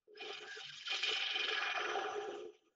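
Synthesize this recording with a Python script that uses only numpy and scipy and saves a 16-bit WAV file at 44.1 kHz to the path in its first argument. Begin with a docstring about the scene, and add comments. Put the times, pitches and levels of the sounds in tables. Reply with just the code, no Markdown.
"""A gouge crosses the face of a small wooden bowl spinning on a lathe, close by in a workshop.
First it skims: light scrapes, a thin hiss, brief hums and squeaks. Then it bites, loud and bright.
From rim to centre the wood passes ever slower, so the tearing chips, dense short grains, fall in pitch.
The cut pulses once a turn. Filtered noise makes the rasp, hiss, dust and shudder; judders, some early
and most of them late, are short wavering tones. At the end the cut fades over a very quiet floor of noise."""
import sys
import numpy as np
from scipy import signal
from scipy.fft import rfft, irfft, next_fast_len
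from scipy.io import wavfile
from scipy.ndimage import uniform_filter1d, map_coordinates

SR = 44100
rng = np.random.default_rng(int(sys.argv[2]) if len(sys.argv) > 2 else 0)


def transcribe(signal):
    """Save signal, clipped to [-1, 1], as a 16-bit WAV file at the path in sys.argv[1]."""
    frames = np.atleast_2d(signal).T
    limited = np.clip(frames, -1, 1)
    pcm = np.round(limited * 32767).astype(np.int16)
    wavfile.write(sys.argv[1], SR, pcm)


N = 121275  # length in samples

# How loud the chips are: time_s, level_db
CHIP_LEVEL = [(.13, -105), (.17, -64.5), (.21, -50), (.35, -48.5), (.42, -53), (.56, -65.5), (.66, -52),
              (.73, -63), (.85, -67), (.864, -44.5), (.95, -36.5), (1.0, -54.5), (1.04, -35.5),
              (1.24, -38.5), (1.4, -37), (1.62, -37.5), (1.76, -38.5), (2.02, -45), (2.14, -49),
              (2.35, -54.5), (2.44, -77.5), (2.52, -76), (2.68, -96.5)]
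# Middle pitch of the chips, following the speed of the wood under the edge: time_s, pitch_hz
CHIP_PITCH = [(.15, 2080), (.33, 2960), (.46, 1820), (.62, 2720), (.76, 3810), (.855, 4170), (.888, 2050),
              (.95, 2730), (1.04, 2955), (1.31, 2790), (1.46, 2330), (1.54, 2160), (1.59, 1610),
              (1.75, 1615), (1.9, 1234), (1.97, 892), (2.2, 978), (2.45, 800)]
# Broad tone colour of the chips: pitch_hz, level_db
CHIP_COLOUR = [(60, -28), (250, -8), (400, -7.5), (700, 7), (950, -6.5), (1080, -6.5), (1300, -3),
               (1650, 0.5), (1900, -4), (2300, 3), (3400, 4), (4100, -0.5), (5500, -7), (8000, -22)]
CHIPS_PER_S = 2600
CHIP_CYCLES = 4.135  # length of one chip, in cycles of its own pitch
CHIP_SPREAD, CHIP_SIZE_DB = 0.24, 2.5  # random scatter of log pitch, and of size
PITCH_SWING, PITCH_WANDER = .008, .1  # log pitch per dB of force, and by chance
PITCH_SAG, SAG_LEAD = .36, .22  # fall of log pitch over a turn; share of a turn it starts before the peak


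def chips(force_db):
    """Fibres snap in dense short grains that ring the bowl and the gouge; their pitch sags each turn."""
    count = CHIPS_PER_S * N // SR
    slots = np.arange(count) + rng.random(count)  # evenly spread, each a little early or late
    start = (slots * (N - 1) / count).astype(int)
    pitch, size, sign = rng.standard_normal((count, 3)).T

    sag = PITCH_SAG * ((turns() + SAG_LEAD) % 1 - .5)
    drift = PITCH_SWING * force_db + PITCH_WANDER * wobble(90) - sag
    centre_hz = curve(CHIP_PITCH) * np.exp(drift)
    hz = np.clip(centre_hz[start] * np.exp(CHIP_SPREAD * pitch), 250, 12000)

    k = np.arange(420)  # samples within one grain
    cycles = hz[:, None] * k / SR
    swell = np.sin(np.pi * np.minimum(cycles / CHIP_CYCLES, 1)) ** 2
    grains = np.sin(2 * np.pi * (cycles - CHIP_CYCLES / 2)) * swell
    strength = np.sign(sign) * amp(CHIP_SIZE_DB * size) * np.sqrt(hz)  # high grains are shorter
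    grains *= strength[:, None]
    snaps = np.bincount((start[:, None] + k).ravel(), grains.ravel(), N)[:N]
    ringing = coloured(snaps * amp(force_db), CHIP_COLOUR, ring=1.0)
    return amp(curve(CHIP_LEVEL)) * even(ringing, size=2500)


# Coarse fibres torn by a deep cut: time_s, level_db
TEAR_LEVEL = [(.12, -100), (.2, -65), (.3, -50.5), (.36, -58.5), (.46, -57.5), (.53, -68.5), (.61, -57.5),
              (.69, -79.5), (.87, -88.5), (.92, -45.5), (.965, -50), (1.01, -65.5), (1.09, -46.5),
              (1.24, -52), (1.38, -51), (1.7, -49), (2.0, -43), (2.35, -56.5), (2.6, -89)]
# Tone colour of the tearing: pitch_hz, level_db
TEAR_COLOUR = [(150, -34), (400, -10), (560, -2.5), (750, 1.5), (950, -7), (1300, -0.5), (1700, -5),
               (2400, -17), (5000, -26.5)]


def tearing(force_db):
    """A deep cut tears coarse fibres: patchy noise makes a lower rasp."""
    fibres = patchy(3.6) * amp(.35 * force_db)
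    return amp(curve(TEAR_LEVEL)) * even(coloured(fibres, TEAR_COLOUR, ring=0.95), size=2000)


PATCH_DB = 3.4  # unevenness of the hiss, dust and edge noise

# The bevel's hiss: time_s, level_db
HISS_LEVEL = [(.1, -110), (.14, -84), (.2, -54.5), (.35, -54.5), (.42, -62), (.56, -52), (.72, -50),
              (.84, -51.5), (.9, -42.5), (1.0, -43.5), (1.14, -41.5), (1.29, -50), (1.5, -45), (1.75, -50),
              (1.95, -57.5), (2.15, -72), (2.36, -69), (2.5, -102)]
# Tone colour of the hiss: pitch_hz, level_db
HISS_COLOUR = [(300, -49), (1300, -11), (2000, -1.5), (3300, 2.5), (4200, -0.5), (5200, -1), (5900, -5.5),
               (6500, -17), (14000, -22)]


def bevel(force_db):
    """The bevel rubs the wood: noise with fast, gritty flicker makes a hiss."""
    rub = patchy(PATCH_DB) * amp(.6 * force_db + 1.3 * wobble(500))
    return amp(curve(HISS_LEVEL)) * even(coloured(rub, HISS_COLOUR, ring=0.73), size=3000)


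# Fine dust: time_s, level_db
DUST_LEVEL = [(.13, -110), (.22, -68), (.34, -61), (.66, -57.5), (.83, -59), (.91, -53.5), (1.17, -45.5),
              (1.23, -71), (1.49, -58.5), (1.8, -88), (2.17, -67), (2.38, -65), (2.55, -88)]
# Tone colour of the dust: pitch_hz, level_db
DUST_COLOUR = [(3000, -52), (5500, -14.5), (6600, 4), (7400, 3), (8400, -11), (14000, -19)]


def dust(force_db):
    """Fine dust flies off: high noise that flickers makes a fizz."""
    fizz = patchy(PATCH_DB) * amp(.6 * force_db + 4 * wobble(35))
    return amp(curve(DUST_LEVEL)) * even(coloured(fizz, DUST_COLOUR), size=4500)


# Thin ring of the gouge's edge: time_s, level_db
EDGE_LEVEL = [(.1, -115), (.25, -62.5), (1.2, -78.5), (1.6, -53.5), (1.98, -49), (2.15, -56), (2.36, -60),
              (2.46, -66.5), (2.51, -78), (2.55, -69.5), (2.6, -81), (2.68, -83), (2.75, -102)]
# Tone colour of the edge: pitch_hz, level_db
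EDGE_COLOUR = [(1500, -26), (2300, -5.5), (2650, 1.5), (2900, -1.5), (3300, -0.5), (4000, -16), (5400, -20),
               (6050, -2.5), (6600, -28.5), (7500, -24)]


def edge(force_db):
    """The gouge's edge rings thinly: noise through narrow bands and the tool's resonances."""
    scratch = patchy(PATCH_DB) * amp(.4 * force_db + 2.5 * wobble(40))
    return amp(curve(EDGE_LEVEL)) * even(coloured(scratch, EDGE_COLOUR, ring=.5), size=3000)


# Moments when the force jumps as the edge digs in (below zero: it eases): peak_s, extra_force_db
CATCHES = [(0.214, 4.5), (0.327, 6), (.901, 3.5), (0.945, 2.5), (1.03, 6.5), (1.081, -1), (1.222, 3.5),
           (1.4, 0.5), (1.439, 5), (1.621, 4.5)]
CATCH_RISE_S, CATCH_FALL_S = .002, .011
TURN_DB, HIGH_SPOT_DB = 1.72, -0.2  # swing each turn, and a slight trim at its peak
FLUTTER_DB = 1.68  # change by chance
EVEN_FROM_S, EVEN_OVER_S = 1.62, .2  # nearer the centre the swing per turn halves


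def turning():
    """Cutting force in dB: it swings once a turn, flutters, and changes at each catch."""
    t = np.arange(N) / SR
    around = np.cos(2 * np.pi * turns())
    high_spot = ((1 + around) / 2) ** 6
    catch_times = [-CATCH_RISE_S, 0, CATCH_FALL_S / 2, CATCH_FALL_S]
    digs = sum(db * np.interp(t - s, catch_times, [0, 1, 1, 0]) for s, db in CATCHES)
    swing = 1 - np.clip((t - EVEN_FROM_S) / EVEN_OVER_S, 0, 1) / 2
    return swing * (TURN_DB * around + HIGH_SPOT_DB * high_spot) + FLUTTER_DB * wobble(110) + digs


FREE_TURN_HZ, LOADED_TURN_HZ, LOAD_S = 22.85, 22.03, 1.083  # turns per s before and after LOAD_S


def turns():
    """Turns of the spindle since it slows under load at LOAD_S; before that it turns a little faster."""
    t = np.arange(N) / SR - LOAD_S
    return t * np.where(t < 0, FREE_TURN_HZ, LOADED_TURN_HZ)


# Moments when the edge slips off the wood: middle_s, change_db
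EDGE_SLIPS = [(0.4, -9), (0.714, -15.5), (0.842, -4.5), (1.114, -4.5), (1.187, -4.5), (1.426, -1),
              (1.46, -6), (1.737, -9.5)]
SLIP_LENGTH_S = 0.0076  # from the middle to about a third of the dip in dB


def contact():
    """Gain of the cut: it drops wherever the edge slips off the wood."""
    t = np.arange(N) / SR
    return amp(sum(db * np.exp(-((t - s) / SLIP_LENGTH_S) ** 2) for s, db in EDGE_SLIPS))


# Short sung notes of the tool: middle_s, length_s, pitch_hz, glide_hz_per_s, level_db
SUNG_NOTES = [(0.126, .03, 424, 0, -60.5), (0.162, 0.011, 1620, 20, -60), (0.181, 0.0079, 5110, 2, -58),
              (0.213, 0.012, 717, 4, -55.5), (.5, 0.081, 1611, 1300.5, -54), (0.519, 0.02, 1630, 0, -47),
              (0.574, 0.031, 1558, -3000, -53.5), (0.701, 0.016, 1591, -1500, -52),
              (0.883, 0.0067, 1394, -9000, -45.5), (2.662, 0.032, 330, -0.5, -72.5),
              (2.673, 0.02, 1228, -3.5, -79)]


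def sung_notes():
    """Each is one short, rough, wavering tone, from low hum to high squeak; some slide in pitch."""
    return sum(note(*row) for row in SUNG_NOTES)


# The gouge's shudder: time_s, level_db
SHUDDER_LEVEL = [(.069, -105), (.074, -65.5), (.125, -61.5), (.26, -49.5), (.315, -55), (.36, -69),
                 (.41, -54), (.48, -58.5), (.535, -89), (.6, -74), (.68, -95.5), (.88, -82.5), (.94, -54.5),
                 (1.01, -64), (1.12, -52.5), (1.21, -88.5), (1.37, -50), (1.66, -56.5), (1.74, -62.5),
                 (1.81, -46.5), (2.05, -45.5), (2.13, -50), (2.19, -44), (2.47, -46.5), (2.6, -79),
                 (2.72, -76), (2.75, -98)]
# Tone colour of the shudder: pitch_hz, level_db
SHUDDER_COLOUR = [(25, -40), (140, -28), (200, -26), (290, -14.5), (350, -1.5), (420, -2), (480, -5),
                  (600, -18), (800, -33.5), (3000, -48)]


def shudder(force_db):
    """Uneven pushes, made of noise, set the gouge's lowest resonances going."""
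    push = rng.standard_normal(N) * amp(0.48 * force_db + 4.44 * wobble(55))
    ring = even(coloured(push, SHUDDER_COLOUR, ring=0.93), size=1800)
    return amp(curve(SHUDDER_LEVEL)) * wandering(ring, .012)


# A low tone of the gouge swells for a moment: middle_s, pitch_hz, level_db
JUDDERS = [(.264, 421, -47), (0.305, 419, -43.5), (0.578, 428, -51.5), (1.119, 431, -44), (1.519, 438, -43),
           (1.787, 726, -44), (1.888, 428, -41.5), (1.957, 769, -40), (1.978, 399, -40.5),
           (2.031, 775, -46), (2.052, 417, -39.5), (2.088, 749, -43.5), (2.174, 424, -38),
           (2.296, 408, -42.5)]


def judders():
    """A low tone of the gouge swells for a moment: a soft hum early, judders during the cut."""
    return sum(note(s, 0.015, hz, 0, db) for s, hz, db in JUDDERS)


# Low rumble: time_s, level_db
RUMBLE_LEVEL = [(.1, -105), (.25, -77), (.45, -76), (.53, -86), (.78, -77), (.87, -95.5), (1.12, -72),
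                (1.25, -85.5), (2.15, -70), (2.56, -98)]
# Tone colour of the rumble: pitch_hz, level_db
RUMBLE_COLOUR = [(25, -18), (90, -13), (140, -1.5), (190, -11), (260, -7), (450, -40)]


def rumble():
    """A low rumble: noise kept mostly below 300 Hz."""
    return amp(curve(RUMBLE_LEVEL)) * even(coloured(rng.standard_normal(N), RUMBLE_COLOUR), size=3000)


def hum():
    """A brief low hum: one wavering tone that swells and fades."""
    return note(s=0.703, length=0.051, hz=145.2, glide=0, db=-67.5)


ROOM_T60_S, ROOM_DB = 0.081, -8.5  # time to die away by 60 dB, and level beside the cut


def workshop(x):
    """A short answer from the machine and the walls: x smeared by fading noise."""
    t = np.arange(SR // 3) / SR
    tail = rng.standard_normal(len(t)) * amp(-60 * t / ROOM_T60_S) * (t > .003)
    return amp(ROOM_DB) * signal.fftconvolve(x, tail / np.linalg.norm(tail))[:N]


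# Tone colour of the background noise: pitch_hz, level_db
FLOOR_COLOUR = [(25, 9), (100, -6.5), (1000, -11), (20000, -24.5)]


def noise_floor():
    """A very quiet, steady background: noise that is strongest in the bass."""
    return amp(-99.5) * unit(coloured(rng.standard_normal(N), FLOOR_COLOUR))


def note(s, length, hz, glide, db):
    """A rough, wavering tone that swells to its middle at s and fades; a glide slides its pitch."""
    t = np.arange(N) / SR - s
    wavering_hz = (hz + glide * t) * (1 + .028 * wobble(400))
    phase = 2 * np.pi * np.cumsum(wavering_hz) / SR
    swell = amp(db + 3.4 * wobble(200)) * np.exp(-(t / length) ** 2)
    return swell * np.sqrt(2) * np.sin(phase)


def patchy(depth_db):
    """Noise whose bands swell and fade apart, a few hundred Hz wide and some 20 ms long."""
    bands = signal.stft(rng.standard_normal(N), nperseg=512)[2]
    field = uniform_filter1d(rng.standard_normal(bands.shape), size=4, axis=0)
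    field = uniform_filter1d(field, size=4, axis=1)
    return signal.istft(bands * amp(depth_db * unit(field)), nperseg=512)[1][:N]


WANDER_PER_S = 30  # random steps a second


def wandering(x, share):
    """x with its resonances drifting in pitch as the contact and the grip shift."""
    shift = share * SR / WANDER_PER_S * wobble(WANDER_PER_S)  # in samples
    return map_coordinates(x, [np.arange(N) + shift], mode="nearest")


# Resonances of bowl, gouge and rest: pitch_hz, width_hz, lift_db
TOOL_RESONANCES = [(359.2, 13, 9), (423.8, 21, 14.5), (548, 23, 4), (787, 66, 8), (1184, 41, 6.5),
                   (1214, 38, 10.5), (1317, 39, 12.5), (1446, 72, 7.5), (1654, 57, 9.5), (1733, 18, 8),
                   (2290, 67, 5), (2440, 45, 11), (2510, 10, 5.5), (2988, 85, 8.5), (3086, 80, 12),
                   (3226, 86, 7.5), (3700, 81, 7.5), (5146, 120, 8.5)]


def coloured(x, points, ring=0):
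    """x through a causal filter: a broad colour, plus ring times the tool's resonances."""
    m = 2 * next_fast_len(N)
    hz = np.fft.rfftfreq(m, 1 / SR)
    lift = 1 + sum((amp(db) ** 2 - 1) / (1 + (2 * (hz - f) / width) ** 2) ** 1.5
                   for f, width, db in TOOL_RESONANCES)  # in power, so its log is halved below
    log_gain = np.log(amp(along(points, hz))) + ring * np.log(np.maximum(lift, .1)) / 2
    # fold the cepstrum forward, so that the filter rings only after each push
    cepstrum = irfft(log_gain)
    cepstrum[1:m // 2] *= 2
    cepstrum[m // 2 + 1:] = 0
    return irfft(rfft(x, m) * np.exp(rfft(cepstrum)))[:N]


def even(x, size):
    """x at rms 1, its swells slower than size samples evened out."""
    power = uniform_filter1d(uniform_filter1d(x * x, size), size)
    return x / np.sqrt(np.abs(power) + 1e-12)


def wobble(rate):
    """A smooth random curve, rate knots a second."""
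    return map_coordinates(rng.standard_normal(2048), [np.arange(N) * rate / SR], mode="wrap")


def curve(rows):
    """One value per sample from (time_s, value) rows."""
    return np.interp(np.arange(N) / SR, *np.transpose(rows))


def along(points, hz):
    """Values read from (pitch_hz, value) points on a log pitch axis."""
    f, v = np.transpose(points)
    return np.interp(np.log(hz + 1), np.log(f + 1), v)


def amp(db):
    """Decibels to a plain gain."""
    return 10 ** (np.asarray(db) / 20)


def unit(x):
    """x scaled to rms 1."""
    return x / np.sqrt(np.mean(x ** 2) + 1e-20)


def scene():
    """The cut with its room answer, over the tool's low sounds and the noise floor."""
    force_db = turning()
    wood = chips(force_db) + tearing(force_db)
    rubbing = bevel(force_db) + dust(force_db) + edge(force_db)
    scrape = wandering(wood + rubbing, .002)
    cut = contact() * scrape + sung_notes()
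    low = shudder(force_db) + judders() + rumble() + hum()
    return (cut + workshop(cut) + low + noise_floor())[None]


# Tone colour of the microphone: pitch_hz, level_db
MICROPHONE_COLOUR = [(6000, -1.5), (7000, -11), (8000, -29), (8400, -29.5), (14000, -34)]
TOP_HZ = 14400


def record(dry):
    """The microphone loses the high treble and keeps nothing above its band limit."""
    m = next_fast_len(N + SR // 2)
    spectrum = rfft(coloured(dry[0], MICROPHONE_COLOUR), m)
    below_top = np.fft.rfftfreq(m, 1 / SR) < TOP_HZ
    return irfft(spectrum * below_top, m)[None, :N]


dry = scene()
out = record(dry)
transcribe(out)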